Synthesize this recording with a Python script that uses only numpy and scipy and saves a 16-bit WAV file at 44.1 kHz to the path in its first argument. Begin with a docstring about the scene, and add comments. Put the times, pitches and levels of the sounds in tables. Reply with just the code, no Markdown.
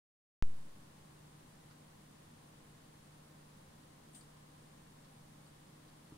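"""A home aquarium in a quiet room, on a stereo pair of microphones just in front of the glass.
After a moment's silence the microphones switch on with a soft pop. A short patch of low noise fades.
Pumps hum on the mains over a low rumble, an even hiss, a thin whine and the sizzle of the finest bubbles.
Faint cheeps and a few ticks from the water's surface come and go; about four seconds in there is one
brief, high fizz on the left, and near the end something bumps softly."""
import sys
import numpy as np
from scipy import signal
from scipy.fft import rfft, irfft, next_fast_len
from scipy.io import wavfile

SR = 44100
rng = np.random.default_rng(int(sys.argv[2]) if len(sys.argv) > 2 else 0)


def file_out(sig):
    """Save sig as 16-bit WAV at sys.argv[1]."""
    # one column per channel
    cols = np.atleast_2d(sig).T
    # limit, then scale
    lim = np.clip(cols, -1, 1)
    pcm = np.round(lim * 32767).astype(np.int16)
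    wavfile.write(sys.argv[1], SR, pcm)


N = 272097
TIME = np.arange(N) / SR
SWITCH_ON_S, MAINS_HZ = .42445, 50

# pump hum: multiple of the mains, rms level/dB, left minus right/dB
PUMP_HARMONICS = [(3, -66, -1), (4, -86.5, -1), (6, -87.5, -3), (8, -91, -6), (10, -92, 4), (12, -92.5, 7),
                  (16, -87, 10)]
# motor tones off the mains: f/Hz, rms level/dB, left minus right/dB
MOTOR_TONES = [(82, -86, 0.5), (120.8, -85.5, 1), (311.7, -76, -2), (364.6, -86, -2), (456, -90, -2),
               (525, -92.5, -2), (730, -88, -1), (769, -91.5, 12), (1040, -90.5, 6.5), (1254, -98, 4)]
# spectra of the equipment's rumble and of the hiss above it: f/Hz, relative level/dB
RUMBLE_SPECTRUM = [(15, -8), (25, -13.5), (40, -14), (70, -14.5), (84, -11), (135, -8.5), (200, -7.5),
                   (250, -9.5), (305, -13.5), (335, -16.5), (430, -16.5), (510, -15), (690, -18),
                   (865, -17), (990, -18), (1070, -16), (1135, -19.5), (1300, -21.5), (1530, -23.5),
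                   (1830, -23), (2200, -30), (2600, -51.5)]
HISS_SPECTRUM = [(1400, -25), (2100, -2), (3300, -1.5), (4900, -4), (5300, -5.5), (7900, -5), (8650, -4.5),
                 (9050, -3.5), (9500, -5.5), (10700, -9.5), (12500, -11), (15700, -13.5)]
# how alike the room sounds at the two microphones: f/Hz, likeness (1 or more is identical)
MIC_LIKENESS = [(30, 1.4), (110, 1), (230, 0.9), (300, 0.5), (420, 0.19), (720, -0.51), (1000, -0.2),
                (1550, 0.14), (2400, -0.11), (4000, 0)]
# which microphone the room's noise favours: f/Hz, left minus right/dB
MIC_BALANCE = [(200, 0.1), (450, -.5), (620, 2), (820, 5), (1100, 2.5), (1500, 0.5), (3000, 0.1)]
# rings of the finest bubbles: f/Hz, width/Hz, relative level/dB
SIZZLE_RINGS = [(8600, 200, -2.5), (9400, 350, -1.5), (10600, 500, -3)]
# faint cheeps in the treble: t/s, peak level/dB
CHEEP_EVENTS = [(.70, -78), (1.46, -81), (2.63, -82), (2.98, -81), (3.72, -81), (4.53, -80), (5.3, -77),
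                (6.03, -80)]
# ticks at the water's surface: t/s, level/dB, ring f/Hz, ring width/Hz
SURFACE_TICKS = [(1.699, -72, 4600, 700), (1.71, -63, 1250, 400), (4.147, -62, 3600, 1800),
                 (4.16, -66, 3130, 400), (4.21, -64, 4550, 250), (5.046, -68, 4300, 700),
                 (5.465, -69, 4480, 700), (5.882, -69, 4540, 700)]
# spectrum of a tick's broad part: f/Hz, relative level/dB
TICK_SPECTRUM = [(600, -11), (1300, 16), (2200, -6), (3200, 3), (4600, 2), (6000, 1), (9000, -11),
                 (15000, -28)]
# resonances of the fizz: f/Hz, width/Hz, relative level/dB
FIZZ_RINGS = [(7450, 910, -8), (8100, 220, 0), (8560, 380, -2), (9000, 220, 2.5), (9660, 600, -9),
              (10300, 150, -11), (11500, 2500, -25), (15000, 1400, -21)]
# soft bumps: t/s, level/dB
BUMP_EVENTS = [(6.1226, -45.5), (6.155, -54)]
# modes that a bump sets ringing: f/Hz, relative level/dB, t60/s
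BUMP_RINGS = [(148, -3.5, 0.12), (294, -3, 0.052), (1050, -8, 0.012), (3000, -18, .008)]


def from_db(db):
    """Decibels to gain."""
    return 10 ** (np.asarray(db) / 20)


def rms_one(x):
    """Scale to an rms of 1."""
    return x / np.sqrt(np.mean(x ** 2) + 1e-20)


def pan(lean_db):
    """Gains at the two microphones; a positive lean is to the left."""
    return from_db(np.array([[.5], [-.5]]) * lean_db)


def at_hz(points, hz):
    """Read a table on a log-frequency axis."""
    known_hz, values = np.transpose(points)
    return np.interp(np.log(hz + 1e-9), np.log(known_hz), values)


def drift(per_s):
    """A random wander of rms 1 that takes a new course `per_s` times a second."""
    knots = rng.standard_normal(4096)
    return rms_one(np.interp(TIME * per_s, np.arange(len(knots)), knots))


def resonance(x, hz, width_hz):
    """Two-pole resonance with gain 1 at its peak."""
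    r = np.exp(-np.pi * width_hz / SR)
    feedback = [1, -2 * r * np.cos(2 * np.pi * hz / SR), r * r]
    return signal.lfilter(np.array([1, 0, -1]) * (1 - r * r) / 2, feedback, x + 1e-18)


def ring(clicks, hz, t60):
    """A unit click sets a sine of height 1 ringing."""
    r, w = np.exp(-np.log(1000) / (t60 * SR)), 2 * np.pi * hz / SR
    return signal.lfilter([0, np.sin(w)], [1, -2 * r * np.cos(w), r * r], clicks + 1e-18)


def room_noise(spectrum):
    """Diffuse noise of rms 1: alike at both microphones in the bass, unrelated in the treble."""
    size = next_fast_len(N)
    hz = np.arange(size // 2 + 1) * SR / size
    mid, side = rfft(rng.standard_normal((2, size)))
    alike = np.clip(at_hz(MIC_LIKENESS, hz), -1, 1)
    pair = np.sqrt(1 + alike) * mid + np.sqrt(1 - alike) * side * [[1], [-1]]
    coloured = pair * from_db(at_hz(spectrum, hz)) * pan(at_hz(MIC_BALANCE, hz))
    return rms_one(irfft(coloured, size)[:, :N])


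def switch_pop(offset_db=-22, rise_s=.00004, settle_s=.088, rebound_s=.00047, rebound_width_s=.00036):
    """The input's bias jumps, springs partly back for an instant, then drains through its capacitor."""
    age = np.maximum(TIME - SWITCH_ON_S, 0)
    edge = 1 - np.exp(-(age / rise_s) ** 2)
    rebound = .41 * pan(lean_db=-6) * np.exp(-((age - rebound_s) / rebound_width_s) ** 2)
    return from_db(offset_db) * edge * (rebound - np.exp(-age / settle_s))


def low_noise_fade(hz=80, width_hz=70, level_db=-56, fade_db_per_s=75):
    """A short, fading patch of low, grainy noise near 80 Hz."""
    age = np.maximum(TIME - SWITCH_ON_S, 0)
    low = resonance(resonance(rng.standard_normal(N), hz, width_hz), hz, width_hz)
    return from_db(level_db - fade_db_per_s * age) * rms_one(low)


def hum_tone(hz, slip_rad, waver_db=.4, in_step_below_hz=340):
    """One wavering motor tone; the higher ones reach the two microphones out of step."""
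    alike = np.clip(at_hz(MIC_LIKENESS, hz), -1, 1)
    apart = np.arccos(alike) * np.array([[.5], [-.5]]) if hz > in_step_below_hz else 0
    phase = 2 * np.pi * (hz * TIME + rng.random()) + slip_rad * drift(2.3)
    return np.sqrt(2) * np.sin(phase + apart) * from_db(waver_db * drift(5.5))


def pump_hum():
    """Pumps locked to the mains hold their pitch; the other motor tones wander."""
    locked = sum(from_db(db) * pan(lean_db) * hum_tone(multiple * MAINS_HZ, slip_rad=0)
                 for multiple, db, lean_db in PUMP_HARMONICS)
    wandering = sum(from_db(db) * pan(lean_db) * hum_tone(hz, slip_rad=.23)
                    for hz, db, lean_db in MOTOR_TONES)
    return locked + wandering


def room_tone(rumble_db=-61.5, hiss_db=-68):
    """The equipment's low rumble fills the room, with a thin, even hiss above it."""
    rumble = from_db(rumble_db) * room_noise(RUMBLE_SPECTRUM)
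    hiss = from_db(hiss_db) * room_noise(HISS_SPECTRUM)
    return rumble + hiss


def whine(hz=10265, width_hz=80, level_db=-87, throb_db=5, throbs_per_s=10.8, slip_rad=1.6):
    """A thin whine, nearer the right microphone, that throbs unevenly."""
    narrow = resonance(rng.standard_normal((2, N)), hz, width_hz)
    throb = np.sin(2 * np.pi * throbs_per_s * TIME + slip_rad * drift(3.3))
    return from_db(level_db) * pan(lean_db=-7) * rms_one(narrow * from_db(throb_db * throb))


def bubble_sizzle(base_per_s=140, clump_db=4, gain_db=-84.5):
    """The finest bubbles burst in loose clumps, each a tiny click with a short, high ring."""
    out = 0
    for hz, width_hz, db in SIZZLE_RINGS:
        bursts = rng.random(N) < base_per_s * from_db(clump_db * drift(9)) / SR
        clicks = bursts * rng.uniform(-1.2, 1, (2, N))
        out = out + from_db(db) * rms_one(resonance(clicks, hz, width_hz))
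    return from_db(gain_db) * out


def cheeps(top_hz=11000, fall_hz_per_s=11000, length_s=.06, waver_hz=150):
    """Very thin, unsteady whistles, right of centre, that slide down as they swell and fade."""
    out = np.zeros(N)
    waver = waver_hz * drift(per_s=180)
    for s, db in CHEEP_EVENTS:
        age = np.clip(TIME - s, 0, length_s)
        phase = 2 * np.pi * np.cumsum(top_hz - fall_hz_per_s * age + waver) / SR
        out += from_db(db) * np.sin(np.pi * age / length_s) * np.sin(phase)
    return pan(lean_db=-4) * out


def surface_ticks(broad_db=-4.5, ring_db=-.5, t60_s=.095):
    """Tiny pops at the surface, smeared by the room: a broad tick, a rough ring at the bubble's pitch."""
    broad = from_db(broad_db) * room_noise(TICK_SPECTRUM)
    white = rng.standard_normal((2, N))
    out = 0
    for s, db, hz, width_hz in SURFACE_TICKS:
        age = np.maximum(TIME - s, 0)
        envelope = from_db(db) * (age > 0) * np.exp(-np.log(1000) * age / t60_s)
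        rough_ring = from_db(ring_db) * rms_one(resonance(white, hz, width_hz))
        out = out + envelope * (broad + rough_ring)
    return out


def fizz(start_s=4.146, level_db=-58, clicks_per_s=9000, leak_s=.015, leak_db=-10,
         attack_s=.0024, hold_s=.025, fade_db_per_s=230):
    """A spurt of tiny ringing clicks from the water on the left: it leaks, breaks through, holds, dies."""
    clicks = (rng.random((2, N)) < clicks_per_s / SR) * rng.standard_normal((2, N))
    rings = sum((-1) ** k * from_db(db) * resonance(clicks, hz, width_hz)
                for k, (hz, width_hz, db) in enumerate(FIZZ_RINGS))
    age = TIME - start_s
    leak = from_db(leak_db) * np.clip((age + leak_s) / attack_s, 0, 1)
    spurt = np.clip(age / attack_s, 0, 1)
    fade = from_db(-fade_db_per_s * np.maximum(age - hold_s, 0))
    return from_db(level_db) * np.maximum(leak, spurt) * fade * pan(lean_db=6) * rms_one(rings)


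def bumps():
    """Two soft, dull knocks in quick succession, equal at both microphones, that soon die away."""
    pushes = np.zeros(N)
    for s, db in BUMP_EVENTS:
        pushes[round(s * SR)] = -from_db(db)
    return sum(from_db(db) * ring(pushes, hz, t60) for hz, db, t60 in BUMP_RINGS)


def scene():
    """What reaches the front of the glass: the steady bed, with the small sounds on top."""
    bed = room_tone() + pump_hum() + whine() + bubble_sizzle()
    return bed + cheeps() + surface_ticks() + fizz() + bumps()


def record(dry):
    """Silence until the microphones switch on with a pop; the top is cut steeply at 15.7 kHz."""
    live = (dry + switch_pop() + low_noise_fade()) * (TIME >= SWITCH_ON_S)
    top_cut = signal.ellip(10, .1, 70, 15700, fs=SR, output="sos")
    return signal.sosfilt(top_cut, live)


dry = scene()
out = record(dry)
file_out(out)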